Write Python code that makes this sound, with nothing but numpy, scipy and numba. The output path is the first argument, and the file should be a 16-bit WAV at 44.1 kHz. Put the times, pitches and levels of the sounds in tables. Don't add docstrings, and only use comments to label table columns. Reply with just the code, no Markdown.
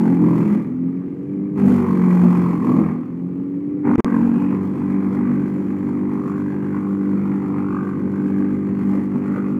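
import sys
import numpy as np
from scipy import signal
from scipy.fft import rfft, irfft, next_fast_len
from scipy.io import wavfile
from scipy.ndimage import uniform_filter1d
from numba import njit

SR = 44100
rng = np.random.default_rng(int(sys.argv[2]) if len(sys.argv) > 2 else 0)


def int16_out(signal):
    q = np.round(np.clip(np.atleast_2d(signal).T, -1, 1) * 32767)
    wavfile.write(sys.argv[1], SR, q.astype(np.int16))


N = 422919
T = np.arange(N) / SR


def undb(db):
    return 10 ** (np.asarray(db) / 20)


def unit(x):
    return x / np.sqrt(np.mean(x ** 2))


def mix_db(empty_db, fed_db, fed):
    power = undb(empty_db) ** 2 * (1 - fed) + undb(fed_db) ** 2 * fed
    return 10 * np.log10(power)


def curves(table):
    seconds, *columns = np.transpose(table)
    return [np.interp(T, seconds, column) for column in columns]


def bump(at, half):
    return np.exp(-((T - at) / half) ** 2)


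def walk(rate):
    hold = int(SR / rate)
    steps = np.repeat(rng.standard_normal(N // hold + 1), hold)
    smooth = uniform_filter1d(uniform_filter1d(steps, hold), hold)
    return 1.25 * smooth[:N]


@njit
def svf(x, hz, width):
    y, band, low = np.empty(len(x)), 0., 0.
    for i in range(len(x)):
        g, damping = np.tan(np.pi * hz[i] / SR), width / hz[i]
        v = (band + g * (x[i] - low)) / (1 + g * (g + damping))
        band, low, y[i] = 2 * v - band, low + 2 * g * v, damping * v
    return y


def ring(x, modes, drift_db):
    out = 0
    for k, (hz, width, db) in enumerate(modes):
        centre = np.full(N, 1. * hz)
        mode = svf(svf(x, centre, 1. * width), centre, 2. * width)
        out = out + (-1) ** k * undb(db + drift_db * walk(9)) * mode
    return unit(out)


def coloured(spectrum):
    hz, db = np.transpose(spectrum)
    size = next_fast_len(N)
    f = np.maximum(np.arange(size // 2 + 1) * SR / size, 1)
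    gain = undb(np.interp(np.log(f), np.log(hz), db))
    return unit(irfft(rfft(rng.standard_normal(size)) * gain, size)[:N])


# (time [s], knife rate [Hz])
DRUM_SPEED = [(0.0, 44.85), (0.45, 41.31), (0.63, 41.29), (1.26, 47.96), (1.49, 49.83), (1.64, 49.43),
              (2.02, 45.39), (2.46, 44.28), (2.84, 40.88), (3.0, 41.35), (3.45, 46.52), (3.73, 48.77),
              (3.88, 48.93), (4.16, 46.49), (4.68, 48.2), (5.68, 48.7), (6.78, 49.21), (7.89, 48.6),
              (8.49, 49.03), (9.23, 49.18), (9.59, 48.94)]
FIRST_TURN = .66


def drum_turns():
    return np.cumsum(curves(DRUM_SPEED)[0]) / SR + FIRST_TURN


# (multiple of knife rate [1], drum empty [dB], cutting log [dB], cutting thin wood [dB], wander [dB])
HUM_HARMONICS = [(2, -53.5, -48, -39.5, 1.3), (3, -42, -39, -34, 3), (4, -32.5, -22.5, -23, 1.8),
                 (5, -40.5, -24, -31, 2.5), (6, -26.5, -28, -26, 2.13), (7, -40, -37, -36, 2.5),
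                 (8, -41.5, -28.5, -36.5, 0.94), (9, -55, -46.5, -49, 2.1), (10, -51.5, -41, -48.5, 2.5),
                 (11, -62.5, -52, -54, 1)]
# (time [s], multiple [1], change [dB], half length [s])
HARMONIC_SWELLS = [(.2, 4, 6, .2), (0.259, 7, 21, .1), (0.298, 3, 8, 0.14), (.3, 5, 5, 0.12),
                   (0.534, 5, 9.5, 0.066), (0.553, 4, -12.5, 0.065), (0.854, 4, 8, 0.1),
                   (1.097, 6, 2.5, 0.28), (0.657, 4, -5, .05), (1.22, 4, -7, 0.056), (1.45, 8, 5.5, 0.17),
                   (1.203, 10, 4, .15), (1.43, 4, 8, 0.063), (.11, 6, 7, .06), (2.098, 6, 5, .08),
                   (2.625, 6, 4, 0.055), (2.857, 6, -7, .06), (3.3, 6, -5, .06), (3.523, 6, -3, 0.054),
                   (3.75, 8, 5.5, .1), (4.73, 7, 6, 0.091), (5.39, 7, 4.5, .06), (6.2, 8, 2, 0.18),
                   (7.202, 4, 2.5, 0.13), (7.88, 6, -6, 0.06), (8.4, 4, 2, 0.14), (1.654, 4, 8.5, 0.047),
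                   (1.702, 5, 7.5, 0.11), (1.717, 2, 20, 0.21), (1.703, 3, 16.5, 0.14), (1.75, 6, -5, .15),
                   (1.87, 4, -6, 0.053), (2.204, 4, 9.5, 0.27), (2.2, 5, -15, 0.074), (2.413, 3, 14, 0.087),
                   (2.42, 2, 11, .07), (2.536, 7, 10.5, 0.052), (2.6, 8, -18, 0.11), (2.747, 7, 11, 0.053),
                   (2.86, 2, 12.5, .07), (3.254, 4, 7.5, 0.1), (3.628, 4, -12, 0.087), (3.947, 5, 8, 0.084),
                   (3.954, 6, 10, 0.087), (3.965, 2, 19, 0.087), (4.255, 5, 8, .1), (4.252, 6, 7, 0.062),
                   (4.24, 2, 16, .1), (4.25, 8, -18, 0.25), (4.302, 7, -16.5, 0.29), (4.613, 2, 7.5, 0.045),
                   (5.273, 5, 12.5, 0.2), (5.35, 4, 3, .2), (6.199, 4, -3.5, 0.36), (7.592, 5, 6, 0.08),
                   (8.05, 5, 5.5, 0.096), (8.557, 5, 7.5, 0.087), (8.9, 5, 7, .07), (8.907, 4, 5.5, 0.067)]
THINNING = 4.3, 4.7


def hum(turns, fed):
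    out, thin = 0, np.interp(T, THINNING, (0, 1))
    for k, empty_db, log_db, thin_db, wander_db in HUM_HARMONICS:
        cutting_db = log_db + thin * (thin_db - log_db)
        db = mix_db(empty_db, cutting_db, fed) + wander_db * walk(7)
        db = db + sum(change * bump(s, half) for s, which, change, half in HARMONIC_SWELLS if which == k)
        level = np.sqrt(2) * undb(db + .8 * walk(15))
        phase = 2 * np.pi * k * turns + .7 * k * k + .12 * walk(10)
        out = out + level * np.sin(phase)
    return out


# (start [s], end [s], moment a roller tooth grips [s])
FEED_SPELLS = [(-.1, .55, 0.12), (1.546, 2.88, 1.71), (3.83, 9.7, 7.6)]
BITE_S, CLEAR_S = 0.042, 0.08
TOOTH_HZ = 7.44
# (thud [dB], knock [dB], overtone [dB], rasp [dB], spray [dB])
TOOTH_SWELL = (1.3, 1.1, 1.1, 1.3, 1.4)
# (thud [dB], knock [dB], overtone [dB], rasp [dB], spray [dB])
EMPTY_LEVELS = (-33, -67.5, -70.5, -56, -77)
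# (time [s], thud [dB], knock [dB], knock pitch [Hz], overtone [dB], rasp [dB], spray [dB])
WOOD_CUT = [(0, -21.5, -36, 880, -53.5, -36.5, -60), (.16, -23, -45, 910, -53.5, -41.5, -60),
            (.3, -18.5, -34.5, 1000, -58, -36.5, -58.5), (.55, -21.5, -49, 967, -56.5, -39, -60.5),
            (1.58, -25, -43, 994, -54, -37, -59), (1.7, -17.5, -47.5, 984, -44.5, -35, -51.5),
            (1.87, -22, -36.5, 1035, -52, -39.5, -60.5), (2.2, -20, -37, 1056, -48, -35, -55),
            (2.42, -20.5, -37.5, 1000, -55, -36.5, -58.5), (2.6, -24.5, -40.5, 1040, -57, -41.5, -61.5),
            (2.7, -16.5, -32.5, 1076, -52, -37, -58), (2.88, -19.5, -38.5, 1110, -58.5, -37.5, -64),
            (3.85, -21, -34, 893, -39.5, -34.5, -64), (4.0, -22.5, -35, 1050, -47.5, -34, -58.5),
            (4.09, -25.5, -40, 1093, -43.5, -38, -66), (4.2, -21, -40, 968, -49.5, -39, -62.5),
            (4.37, -24, -45.5, 1000, -53, -39.5, -64), (4.7, -29, -46, 1020, -58.5, -44, -66.5),
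            (5.25, -26, -45, 1040, -48.5, -41, -65), (5.6, -28.5, -52.5, 956, -57, -44.5, -65.5),
            (6.05, -30, -45, 993, -59.5, -45.5, -68), (6.3, -29.5, -42.5, 1125, -49, -43, -64.5),
            (6.55, -31.5, -46.5, 938, -50, -45, -67), (6.85, -32, -45, 1085, -51.5, -45.5, -66.5),
            (7.1, -28, -50, 1013, -53.5, -45, -66.5), (7.4, -30.5, -46, 975, -50.5, -42.5, -66.5),
            (7.75, -31, -39, 1140, -44.5, -42.5, -67), (8.05, -27.5, -50.5, 1055, -54, -46, -67.5),
            (8.4, -29, -56.5, 1056, -49, -42.5, -64.5), (8.65, -30, -51, 990, -57, -47, -68),
            (8.95, -27, -47.5, 980, -55, -39.5, -62.5), (9.1, -30, -50.5, 1000, -57.5, -41.5, -64.5),
            (9.35, -27, -53.5, 1117, -45.5, -40.5, -66), (9.59, -32.5, -52, 1150, -58, -47.5, -68.5)]
# (time [s], change of thud [dB], change of knock and overtone [dB])
KNOT_HITS = [(.06, -0.5, 7.5), (.2, -5.5, -2), (.27, 3.5, -3), (.48, 2.5, 1.5), (1.65, 4, -1),
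             (1.79, -2.5, 6), (1.9, 0, 6.5), (2.04, -1.5, 4.5), (2.32, 2, 5.5), (2.46, -2, 6),
             (2.55, -1, 3.5), (2.7, 2, 5), (2.8, 2.5, -0.5), (3.901, 8, 2), (3.95, -5, 1), (4.001, 12.5, 8),
             (4.16, 6.5, 11.5), (4.3, 1.5, 3), (4.43, 2, 7), (4.54, 5.5, 6), (5.129, 4.5, 5), (4.73, 5, 0),
             (4.83, 1, 2.5), (4.95, 1, 3.5), (5.9, -0.5, 7.5), (6.17, -0.5, 6), (6.3, 3.5, 4),
             (6.75, 0.5, 8), (6.86, 2, 4), (7.13, 4, 5.5), (7.269, -1.5, 7.5), (7.56, 2, 3),
             (7.68, -1, 3.5), (7.779, -1.5, 4.5), (7.9, -0.5, 3.5), (8.2, 2, 5), (8.33, 4, 2),
             (8.71, 5.5, -2), (8.77, -2, 4), (8.97, 7, 1), (9.08, -15, -18), (9.16, 7.5, 3), (9.21, -4, -9),
             (9.27, 1, 6.5), (9.38, 8, 7.5), (9.52, 2, 3.5)]
KNOT_S, KNOT_RASP = .025, .4


def feed():
    fed, grip = 0, 0
    for start, end, tooth in FEED_SPELLS:
        bite = np.clip((T - start) / BITE_S, 0, 1) ** 2
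        on = bite * np.exp(-np.maximum(T - end, 0) / (CLEAR_S / 2))
        fed = fed + on
        grip = grip + on * np.cos(2 * np.pi * TOOTH_HZ * (T - tooth))
    fed = np.minimum(fed, 1)
    low = sum(thud_change * bump(s, KNOT_S) for s, thud_change, _ in KNOT_HITS)
    high = sum(knock_change * bump(s, KNOT_S) for s, _, knock_change in KNOT_HITS)
    thud_db, knock_db, knock_hz, over_db, rasp_db, spray_db = curves(WOOD_CUT)
    wood = (thud_db + low, knock_db + high, over_db + high,
            rasp_db + KNOT_RASP * high, spray_db + KNOT_RASP * high)
    levels = [mix_db(empty, db + swell * grip, fed)
              for db, swell, empty in zip(wood, TOOTH_SWELL, EMPTY_LEVELS)]
    return levels, knock_hz, fed


def blows(turns, scatter_db, jitter_s):
    at = np.flatnonzero(np.diff(np.floor(turns)) > 0)
    delay, strength = rng.standard_normal((len(at), 2)).T
    at = np.clip(at + (jitter_s * SR * delay).astype(int), 0, N - 1)
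    x = np.zeros(N)
    x[at] = undb(scatter_db * strength)
    return x


def burst(turns, rise, length, steady, scatter_db):
    size = undb(scatter_db * rng.standard_normal(int(turns[-1]) + 1))[turns.astype(int)]
    part = turns % 1
    return unit(steady + size * (1 - np.exp(-part / rise)) * np.exp(-part / length))


# (frequency [Hz], width [Hz], relative level [dB])
HOUSING_MODES = [(96, 21, -18), (132, 40, -7), (179, 45, -2), (234.6, 49.5, 3.5), (300, 77.4, -3.5),
                 (375, 62.7, -7), (489, 153, -16.5)]


def thud(turns):
    blow = 0.52 * unit(blows(turns, 2.4, .0008))
    tearing = rng.standard_normal(N) * burst(turns, 0.27, 1.0, 0.32, 2.2)
    return ring(blow + tearing, HOUSING_MODES, 1.0)


def knock(turns, hz, db, climb, scatter):
    turn, part = turns.astype(int), turns % 1
    pitch_chance, phase_chance, size_chance = rng.standard_normal((turn[-1] + 1, 3))[turn].T
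    pitch = hz * (1 + scatter * pitch_chance) * (1 + climb * (np.minimum(part, .5) - .2))
    cycles = np.cumsum(pitch) / SR
    cycles -= cycles[np.searchsorted(turn, turn)]
    shape = (part / .16) ** 2 * np.exp(-2 * part / .16)
    tone = np.sin(2 * np.pi * cycles + .25 * phase_chance)
    return undb(db) * unit(undb(1.6 * size_chance) * shape * tone)


# (frequency [Hz], width [Hz], relative level [dB])
HOPPER_MODES = [(694, 61, -2), (845, 150, 8.5), (1154, 150, 6.5), (1313, 150, 1.5), (1608, 170, -4),
                (1954, 330, -2), (2310, 350, -5), (2517, 380, -6.5)]


def rasp(turns):
    blow = .5 * unit(blows(turns - .1, 2.5, .0002))
    tearing = rng.standard_normal(N) * burst(turns - .04, 0.16, .5, 0.22, 1.8)
    low_pass = signal.butter(6, 2750, fs=SR, output="sos")
    return signal.sosfilt(low_pass, ring(blow + tearing, HOPPER_MODES, 1.8))


# (frequency [Hz], relative level per Hz [dB])
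CHIP_SPECTRUM = [(1760, -28.5), (3000, 1), (3840, -8), (4250, -3.5), (4840, -8.5), (6850, -7.5),
                 (8130, -9.5), (14000, -10), (15300, -16.5)]
# (frequency [Hz], width [Hz], relative level [dB])
TREBLE_PEAKS = [(3420, 220, -8.5), (4280, 180, -10), (5170, 270, -13), (5900, 250, -13), (6350, 240, -17),
                (7130, 450, -10.5), (7560, 150, -16), (8300, 330, -13.5), (10740, 500, -15)]


def spray(turns):
    chips = coloured(CHIP_SPECTRUM) + .4 * ring(rng.standard_normal(N), TREBLE_PEAKS, 2.8)
    flicker = undb(1.0 * walk(60))
    return chips * burst(turns - .04, .04, 0.42, 0.49, 1.5) * flicker


def knives(turns, levels, knock_hz):
    thud_db, knock_db, over_db, rasp_db, spray_db = levels
    wood = knock(turns, knock_hz, knock_db, 0.52, 0.017)
    overtone_hz = 1450 + 90 * walk(5.2)
    wood += knock(turns, overtone_hz, over_db, 0.32, 0.022)
    return undb(thud_db) * thud(turns) + wood + undb(rasp_db) * rasp(turns) + undb(spray_db) * spray(turns)


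def yard(cuts):
    t = T[:SR // 2]
    tail = rng.standard_normal(SR // 2) * np.exp(-np.log(1000) * t / 0.45) * (t > .02)
    tail /= np.sqrt(np.sum(tail ** 2))
    return undb(-9) * signal.fftconvolve(cuts, tail)[:N]


# (frequency [Hz], relative level per Hz [dB])
ROAR_SPECTRUM = [(7.1, -82.5), (12, -50), (43, -35.5), (177, -0.5), (232, -9), (278, -1), (323, -22.5),
                 (375, -17.5), (423, -17.5), (624, -38), (1100, -35), (1630, -49), (2330, -45.5),
                 (3760, -63), (15300, -76)]
ROAR_DB = -33


def roar():
    return undb(ROAR_DB + 0.56 * walk(4.3)) * coloured(ROAR_SPECTRUM)


# (time [s], advance [turns])
KNIFE_ADVANCE = (3.4, .29)


def scene():
    turns = drum_turns()
    levels, knock_hz, fed = feed()
    advance_s, advance = KNIFE_ADVANCE
    cuts = knives(turns + advance * (T > advance_s), levels, knock_hz)
    return (hum(turns, fed) + cuts + yard(cuts) + roar())[None]


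# (start [s], end [s], level left once the trace has died [dB])
GAPS = [(3.9575, 3.9808, -24), (4.0038, 4.0456, -56)]
# (time [s], peak level [dB], length of its flat part [s])
RETURN_CRACK = (4.0456, -10.5, .0007)
TOP_HZ = 15300


def record(dry):
    gain = np.ones(N)
    for start, end, db in GAPS:
        gap = (T >= start) & (T < end)
        trace = undb(-22) * np.exp(-(T[gap] - start) / .003)
        gain[gap] = undb(db) + trace
    gain *= np.minimum((T[-1] - T) / .004, 1)
    crack_s, crack_db, length = RETURN_CRACK
    after, since = T >= crack_s, np.maximum(T - crack_s, 0)
    gain *= 1 - .7 * after * np.exp(-since / .006)
    crack = -undb(crack_db) * after * (.65 * (since < length) + .35 * np.exp(-since / .002))
    rounded = np.tanh(dry / .9) * .9
    x = rounded * uniform_filter1d(gain, size=11) + uniform_filter1d(crack, size=3)
    return signal.sosfilt(signal.ellip(10, .2, 80, TOP_HZ, fs=SR, output="sos"), x)


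dry = scene()
out = record(dry)
int16_out(out)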